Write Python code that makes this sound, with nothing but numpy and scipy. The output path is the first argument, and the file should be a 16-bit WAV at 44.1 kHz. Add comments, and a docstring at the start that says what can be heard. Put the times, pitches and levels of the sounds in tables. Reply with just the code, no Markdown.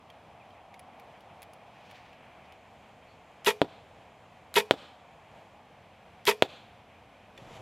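"""Archery on a quiet lawn

An archer handles a compound bow, then shoots three arrows into a bag target. Noise bursts make the clacks,
decaying sines the twang, shaken noise the rattle and a gliding sine the arrow's scrape; minimum-phase pulses
and booming modes make the bag's crack. Diffuse echoes answer over shaped noise for air, a far roar and insects,
whose chorus cuts from one scene to a fainter next one before the first shot.
At the end the microphone is carried over the grass, with rumble and rustle."""
import sys
import numpy as np
from scipy import signal
from scipy.fft import irfft, next_fast_len
from scipy.io import wavfile

SR = 44100
rng = np.random.default_rng(int(sys.argv[2]) if len(sys.argv) > 2 else 0)


def waveform_to_disk(signal):
    """Save audio, clipped to [-1, 1], as 16-bit WAV at the path in sys.argv[1]."""
    frames = np.transpose(np.atleast_2d(signal))
    scaled = np.clip(frames, -1, 1) * 32767
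    samples = np.round(scaled).astype(np.int16)
    wavfile.write(sys.argv[1], SR, samples)


N = 335777

# spectrum of the bow's buzzing loose parts: [hz, relative_db]
BUZZ_SPECTRUM = [(80, -30.5), (200, -1.5), (270, -5), (330, -15), (600, -2), (780, -11.5), (1000, -1),
                 (1500, -5.5), (1900, 1.5), (2450, -0.5), (2900, -4.5), (3450, 0), (4200, -12),
                 (5500, -24.5), (9000, -44)]


def gain_of(db):
    """Level: amplitude grows tenfold with every 20 dB."""
    return 10 ** (np.asarray(db) / 20)


def evened(x):
    """Normalisation: scales a signal to rms 1."""
    return x / np.sqrt(np.mean(x ** 2) + 1e-20)


def read(points, hz):
    """Spectral envelope: dB interpolated along a logarithmic frequency axis."""
    f, value = np.transpose(points)
    return np.interp(np.log(hz + 1), np.log(f + 1), value)


def add(mix, s, sound):
    """Superposition: adds a sound to the mix from time s in seconds."""
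    part = mix[max(round(s * SR), 0):][:len(sound)]
    part += sound[:len(part)]


def hiss(colour, size):
    """Coloured noise: fixed spectral magnitudes with random phases, scaled to rms 1."""
    padded = next_fast_len(size, True)
    hz = np.fft.rfftfreq(padded, 1 / SR)
    phases = np.exp(2j * np.pi * rng.random(len(hz)))
    noise = irfft(gain_of(read(colour, hz)) * phases, padded)
    return evened(noise[:size])


def brighten(x, treble_db, corner_hz):
    """Shelving filter: a first-order split at the corner, with the upper part raised or lowered."""
    b, a = signal.butter(1, corner_hz, fs=SR)
    low = signal.lfilter(b, a, x)
    return low + gain_of(treble_db) * (x - low)


def waver(depth_db, per_s, size):
    """Random modulation: a gain drifting between random levels, per_s of them each second."""
    knots = rng.standard_normal(size // 16 + 2)
    place = np.arange(size) * per_s / SR
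    return gain_of(depth_db * np.interp(place, np.arange(len(knots)), knots))


def envelope(t, start_s, attack_s, hold_s, t60):
    """Exponential decay: a gain rises to 1, holds, then falls 60 dB in t60 seconds."""
    u = t - start_s
    rise = np.clip(u / attack_s, 0, 1)
    return rise * gain_of(-60 * np.maximum(u - attack_s - hold_s, 0) / t60)


def swells(t, rows):
    """Amplitude modulation: Gaussian humps, each given by top_s, half_width_s and level_db."""
    return sum(gain_of(db) * np.exp(-((t - s) / width) ** 2) for s, width, db in rows)


def snap(colour, treble_db, corner_hz, size=4096):
    """Minimum phase: the Hilbert transform of the log gain makes one causal pressure pulse."""
    hz = abs(np.fft.fftfreq(size, 1 / SR))
    shelf_db = treble_db * hz ** 2 / (hz ** 2 + corner_hz ** 2)
    log_gain = np.log(gain_of(read(colour, hz) + shelf_db))
    spectrum = np.exp(np.conj(signal.hilbert(log_gain)))
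    return np.fft.ifft(spectrum).real[:size // 2]


def tick(colour, db, treble_db, t60):
    """Impact of small hard parts: their dense modes act as a quickly decaying noise burst."""
    t = np.arange(4096) / SR
    burst = brighten(hiss(colour, len(t)), treble_db, corner_hz=7100)
    return burst * gain_of(db - 60 * t / t60)


def bow():
    """Impulsive release of elastic energy: each shot clacks, scrapes, twangs and rattles."""
    # releases of the string: [start_s, level_db]
    shots = [(3.4468, -1.66), (4.5413, -1), (6.2535, -1.04)]
    # release, cams, arrow rest, string stop, two as it settles; levels before the shot's own:
    # [after_release_s, level_db, treble_db]
    clacks = [(0.0, -32, 3), (.009, -42, 9), (0.0138, -29, 4), (0.0222, -28, 7.5), (.1160, -57, -1),
              (.1225, -65, 8)]
    # spectrum of the clacks: [hz, relative_db]
    clack_spectrum = [(300, -64), (1200, 6), (2200, -3.5), (4000, 3), (6500, -2), (9000, -7), (12000, -1.5),
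                      (16000, -21)]
    out, t = np.zeros(N), np.arange(SR // 2) / SR
    grain = hiss(BUZZ_SPECTRUM, len(t))  # common to all shots
    for s, db in shots:
        shot = twang(t) + rattle(t, grain) + zip_off(t)
        for after, clack_db, treble_db in clacks + rebounds(count=3):
            add(shot, after, tick(clack_spectrum, clack_db, treble_db, t60=0.013))
        add(out, s, gain_of(db) * shot)
    return out


def twang(t, stop_s=.0235):
    """Modal vibration: the string hits its stop, and string, cables, limbs and riser ring."""
    # modes, detuned slightly at random in each shot: [pitch_hz, level_db, t60_s, swell_s]
    modes = [(213.7, -33.5, 0.16, 0.0048), (399, -24.5, 0.089, 0.0052), (412.7, -8.5, 0.11, 0.01),
             (425, -33, 0.37, 0.00977), (465, -17.5, 0.14, 0.0063), (515, -26.5, 0.18, 0.024),
             (654, -24.5, 0.128, 0.0056), (886, -12, 0.088, 0.013), (929, -18, 0.099, 0.0061),
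             (948, -14.5, 0.091, 0.0088), (1058, -28.5, 0.14, 0.0093), (1338, -21, 0.074, 0.004),
             (1664, -29.5, .09, 0.0065), (1890, -23, 0.079, .006), (1960, -35.5, 0.045, .006),
             (2230, -26.5, 0.1, .006), (2390, -24.5, 0.14, .006), (2525, -19, 0.1, .007),
             (2860, -30, 0.13, .006), (3244, -23.5, 0.094, .006), (3410, -32, 0.12, .006),
             (4385, -29, 0.072, .006), (6024, -31, 0.08, .006), (7330, -32.5, 0.099, .006),
             (9460, -43, .11, .006)]
    u = np.maximum(t - stop_s, 0)
    out = np.zeros(len(t))
    for hz, db, t60, swell in modes:
        pitch_hz = hz * (1 + 0.0037 * rng.standard_normal())
        level = gain_of(db - 60 * u / t60) * (1 - np.exp(-u / swell))
        out += level * np.sin(2 * np.pi * pitch_hz * u)
    return out


def rattle(t, grain, string_hz=440, slap=0.5, alike=0.44):
    """Amplitude modulation: string swings shake loose parts whose grain is partly alike in every shot."""
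    # spectrum of the fizzing small metal parts: [hz, relative_db]
    fizz_spectrum = [(2500, -14), (4800, 5), (6200, -0.5), (8500, -3), (10000, -2), (11500, 0), (13500, -6),
                     (15500, -17), (16500, -33)]
    jolt_s = 0.013
    running = t < jolt_s  # the string runs off the cams with a soft whirr
    # the limbs jolt the bow, then swing back and shake it once more
    shake = gain_of(-23) * envelope(t, jolt_s, attack_s=.009, hold_s=.018, t60=0.085)
    recoil = gain_of(-30.5) * envelope(t, 0.0552, attack_s=0.0039, hold_s=0.0036, t60=.026)
    body = gain_of(-46) * running + shake + recoil
    # small metal parts fizz with the shake and go on a little longer
    fizz = gain_of(-51) * running
    fizz = fizz + gain_of(-32) * envelope(t, jolt_s, attack_s=0.012, hold_s=0.019, t60=0.1)
    buzz = np.sqrt(alike) * grain + np.sqrt(1 - alike) * hiss(BUZZ_SPECTRUM, len(t))
    turns = np.cumsum(string_hz * waver(depth_db=0.5, per_s=198, size=len(t))) / SR
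    swings = evened(2.0 + slap * np.cos(2 * np.pi * turns))
    flicker = waver(depth_db=1.5, per_s=980, size=len(t))
    return swings * (body * buzz + fizz * hiss(fizz_spectrum, len(t)) * flicker)


def zip_off(t, start_s=0.014, end_s=.025, from_hz=2300, to_hz=4200, db=-20):
    """Sliding friction: the arrow scrapes over its rest, its unsteady pitch rising as it gathers speed."""
    way = np.clip((t - start_s) / (end_s - start_s), 0, 1)
    hz = (from_hz + (to_hz - from_hz) * way) * waver(depth_db=1.8, per_s=1900, size=len(t))
    return gain_of(db) * np.sin(np.pi * way) * np.sin(2 * np.pi * np.cumsum(hz) / SR)


def rebounds(count):
    """Damped rebound: the string returns to its stop at even intervals, weaker each time."""
    first_s, every_s = .0295, .0142
    first_db, step_db, treble_db = -25.5, -1.5, -2.5
    return [(first_s + k * every_s, first_db + k * step_db, treble_db) for k in range(count)]


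def bag(pierce_s=0.00026, cover_db=-7, ground_s=.0045, ground_db=-17):
    """Impact and resonance: the point pierces the cover, then drives into the stuffing, which booms."""
    # arrow strikes and the bag's recoil; side is +1 pushed out, -1 sucked in:
    # [start_s, level_db, treble_db, pitch_factor, boom_db, side]; boom_db adds to level_db
    strikes = [(3.6168, 26, -3.5, 0.98, -48, 1), (3.6245, 20, -29, 0.82, -52, -1),
               (3.6460, -1.5, -5, 0.57, -40, 1), (4.7100, 26.5, 5.5, 0.94, -59.5, 1),
               (4.7388, 5, -5, 0.68, -54, 1), (6.4232, 27.5, 3.5, 1, -66, 1), (6.4328, 5, -29, 1, -66, 1)]
    # spectrum of the crack before the pitch factor: [hz, relative_db]
    crack_spectrum = [(20, -68), (55, -38), (100, -17), (270, -6.5), (450, 1), (650, 0.5), (850, -5),
                      (1100, -12), (1700, -7), (2650, -9.5), (2950, -16), (3300, -11.5), (4200, -20.5),
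                      (5000, -31.5), (10000, -40), (16000, -50)]
    # modes of the stuffed bag: [pitch_hz, relative_db, t60_s]
    boom_modes = [(74.6, -29, 0.1), (159, 0.5, 0.048), (290.6, 4, 0.063)]
    out, t = np.zeros(N), np.arange(SR // 4) / SR
    boom = sum(gain_of(db - 60 * t / t60) * np.cos(2 * np.pi * hz * t) for hz, db, t60 in boom_modes)
    boom = boom * (1 - np.exp(-t / pierce_s))
    for s, db, treble_db, pitch, boom_db, side in strikes:
        force = np.sign(side) * gain_of(db)
        crack = snap(np.array(crack_spectrum) * [pitch, 1], treble_db, corner_hz=1150)
        pulse = force * crack / (1 + gain_of(cover_db))  # shared between cover and stuffing
        # the pulse arrives directly, then turned over by its bounce off the soft ground
        for path_s, path in ((0, 1), (ground_s, -gain_of(ground_db))):
            add(out, s + path_s, path * gain_of(cover_db) * pulse)
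            add(out, s + path_s + pierce_s, path * pulse)
        add(out, s, force * gain_of(boom_db) * boom)
    return out


def handling(ring_t60=0.029):
    """Impact and friction: the gear ticks, each time with one short ring, and a sleeve rubs."""
    # nock, release hook and fittings: [start_s, level_db, treble_db, ring_hz, ring_db]
    ticks = [(.1015, -49, -17, 3200, -46.5), (.5060, -59, -11, 3160, -52), (.7415, -47, -11, 2230, -46),
             (.7940, -49, 3, 10440, -48), (0.998, -52.5, -1, 11900, -61), (1.2070, -55, 0, 2520, -64),
             (1.42, -48.5, 5, 10800, -51), (1.429, -47.5, 7.5, 11800, -50), (1.5346, -56.5, 8, 10700, -56),
             (1.9120, -52.5, 3, 2700, -60), (2.130, -55, -17, 2700, -54), (2.5230, -51.5, -5, 3000, -67),
             (7.3770, -44, -23, 3470, -41.5)]
    # spectrum of the ticks: [hz, relative_db]
    tick_spectrum = [(500, -26), (1500, -3), (2300, 7.5), (3400, -2), (5000, -7), (8500, -16.5),
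                     (10800, -9), (13000, -16), (16000, -16)]
    # rubs of the sleeve with each move of the arm: [top_s, half_width_s, level_db]
    rubs = [(.43, 0.044, -78), (1.8, .12, -66.5), (1.99, .14, -60), (2.46, .015, -63)]
    # spectrum of the sleeve: [hz, relative_db]
    sleeve_spectrum = [(500, -29), (1500, -3), (2500, 1.5), (4200, -7), (6500, -16), (9000, -28),
                       (15000, -33)]
    t = np.arange(N) / SR
    out = swells(t, rubs) * hiss(sleeve_spectrum, N) * waver(depth_db=2.5, per_s=70, size=N)
    u = t[:SR // 10]
    for s, db, treble_db, ring_hz, ring_db in ticks:
        add(out, s, tick(tick_spectrum, db, treble_db, t60=0.032))
        add(out, s, gain_of(ring_db - 60 * u / ring_t60) * np.sin(2 * np.pi * ring_hz * u))
    return out


def walk(start_s=7.362, attack_s=0.016, rumble_db=-53, grass_db=-59):
    """Structure-borne and friction noise: the carried microphone rumbles and grass rustles underfoot."""
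    # spectrum of the rumble: [hz, relative_db]
    rumble_spectrum = [(20, -7), (60, -11), (120, 3.5), (250, -9.5), (550, -3), (1000, -29), (3000, -40),
                       (9000, -74)]
    # spectrum of the grass: [hz, relative_db]
    grass_spectrum = [(200, -20), (600, 17), (1500, 5), (3000, 7.5), (4500, -3.5), (7500, -5.5),
                      (8500, -15), (11500, -13), (15500, -33)]
    t = np.arange(N) / SR
    moving = np.clip((t - start_s) / attack_s, 0, 1)
    footstep = swells(t, [(7.55, 0.058, -57.5)])  # top s, half width s, dB
    grass = gain_of(grass_db) + footstep
    rustle = grass * hiss(grass_spectrum, N) * waver(depth_db=2, per_s=380, size=N)
    return moving * (gain_of(rumble_db) * hiss(rumble_spectrum, N) + rustle)


def whistles():
    """Frequency modulation: short, unsteady tones for a squeak and a bird's chirp."""
    # a squeak of the gear, then three close tones of a far bird:
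    # [start_s, length_s, pitch_hz, unsteadiness_db, level_db]
    tones = [(.39, .055, 2480, .45, -56), (3.06, .09, 4090, .05, -75), (3.035, .14, 4310, .05, -72),
             (3.05, .12, 4520, .05, -73.5)]
    out = np.zeros(N)
    for s, length, hz, unsteady_db, db in tones:
        size = round(length * SR)
        turns = np.cumsum(hz * waver(unsteady_db, per_s=230, size=size)) / SR
        add(out, s, gain_of(db) * np.hanning(size) * np.sin(2 * np.pi * turns))
    return out


def yard(x):
    """Diffuse reflection: convolution with decaying noise for lawn, nearby things, house and trees."""
    # spectrum of the near scatter: [hz, relative_db]
    near_spectrum = [(20, -25), (100, -5), (250, 0), (500, -3.5), (900, 1), (2000, -5), (4000, 0),
                     (5500, 6.5), (9000, 0), (15000, 5), (18000, -18)]
    # spectrum of the late echo: [hz, relative_db]
    echo_spectrum = [(30, -19), (150, 7), (450, -8.5), (620, 0.5), (900, 0), (1350, 5.5), (2000, -1),
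                     (2800, 5), (4000, 5.5), (5300, 12), (7000, 7), (10000, 3), (15000, 1), (18000, -12)]
    t = np.arange(SR) / SR
    lawn = gain_of(-36.5) * envelope(t, .002, attack_s=.0005, hold_s=0, t60=0.058)
    clutter = gain_of(-54.5) * envelope(t, 0.018, attack_s=0.0094, hold_s=0, t60=.13)
    # house and tree line; the echo holds while the sound crosses the depth of the trees
    trees = gain_of(-62) * envelope(t, .053, attack_s=0.015, hold_s=0.047, t60=0.63)
    response = (lawn + clutter) * hiss(near_spectrum, SR) + trees * hiss(echo_spectrum, SR)
    return signal.fftconvolve(x, response)[:N]


def outdoors():
    """Incoherent sum of many sources: shaped noise for air, a far roar, an insect chorus and one trill."""
    # spectrum of the still air: [hz, relative_db]
    air_spectrum = [(15, -46), (25, -21.5), (87, 0.5), (145, -3), (217, -2.5), (293, -7.5), (335, -8),
                    (373, -10.5), (476, -4), (695, -8.5), (1560, -15.5), (3160, -18), (4740, -28.5),
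                    (14400, -43), (16000, -60)]
    # spectrum of the far roar: [hz, relative_db]
    roar_spectrum = [(100, -40), (300, -21), (480, -13.5), (620, -1.5), (720, 2.5), (900, -3), (1200, -9.5),
                     (2000, -49), (6000, -84)]
    # slow swells of the steady roar: [top_s, half_width_s, level_db]
    roar_swells = [(1.15, 1.35, -62), (4.1, 0.61, -71.5), (5.1, 0.55, -66), (7.58, 0.13, -59)]
    # spectrum of the insect chorus: [hz, relative_db]
    chorus_spectrum = [(500, -35), (1400, 1), (2000, 2.5), (2450, 6.5), (2850, -2), (3250, -1), (3900, -31),
                       (5500, -45), (7200, -39), (9000, -39), (14000, -50)]
    # spectrum of the high trill: [hz, relative_db]
    trill_spectrum = [(5500, -30), (6600, -1), (7300, -4.5), (8600, -14.5), (10000, -49)]
    t = np.arange(N) / SR
    air = gain_of(-58.5) * hiss(air_spectrum, N) * waver(depth_db=0.94, per_s=8, size=N)
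    roar = (gain_of(-60) + swells(t, roar_swells)) * hiss(roar_spectrum, N)
    # the chorus grows slowly louder until the scene cuts at cut_s;
    # the next scene has a fainter, steady chorus and a high trill
    cut_s, peak_db, rise_db_per_s, steady_db = 2.52, -62, 2, -66
    chorus_db = np.where(t < cut_s, peak_db - rise_db_per_s * (cut_s - t), steady_db)
    chorus = gain_of(chorus_db) * hiss(chorus_spectrum, N) * waver(depth_db=1.65, per_s=30, size=N)
    trill_gain = gain_of(-84.5) * envelope(t, 2.53, attack_s=.02, hold_s=3.0, t60=.15)
    return air + roar + chorus + trill_gain * hiss(trill_spectrum, N)


def scene(bow_wet_db=-12, bag_wet_db=2):
    """Direct and reflected sound: the bow is close and dry, the bag stirs more echo; both channels alike."""
    shots, strikes = bow(), bag()
    echoes = yard(gain_of(bow_wet_db) * shots + gain_of(bag_wet_db) * strikes)
    mono = shots + strikes + echoes + handling() + walk() + whistles() + outdoors()
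    return np.array([mono, mono])


def record(dry, self_noise_db=-80, edge_hz=16200):
    """Overload and band limiting: opposed hiss parts the channels, clipping flattens peaks, a low-pass follows."""
    # spectrum of the faint hiss: [hz, relative_db]
    self_noise_spectrum = [(20, 13), (100, -0.5), (350, 2), (700, -8), (1300, -2), (3000, -1), (8000, -5.5),
                           (11500, -8), (13000, -9)]
    apart = gain_of(self_noise_db) * hiss(self_noise_spectrum, N)
    loud = np.clip(dry + np.array([apart, -apart]), -.93, .93)
    low_pass = signal.firwin(511, edge_hz, window=("kaiser", 9), fs=SR)
    return signal.oaconvolve(loud, low_pass[None], "same")


dry = scene()
out = record(dry)
waveform_to_disk(out)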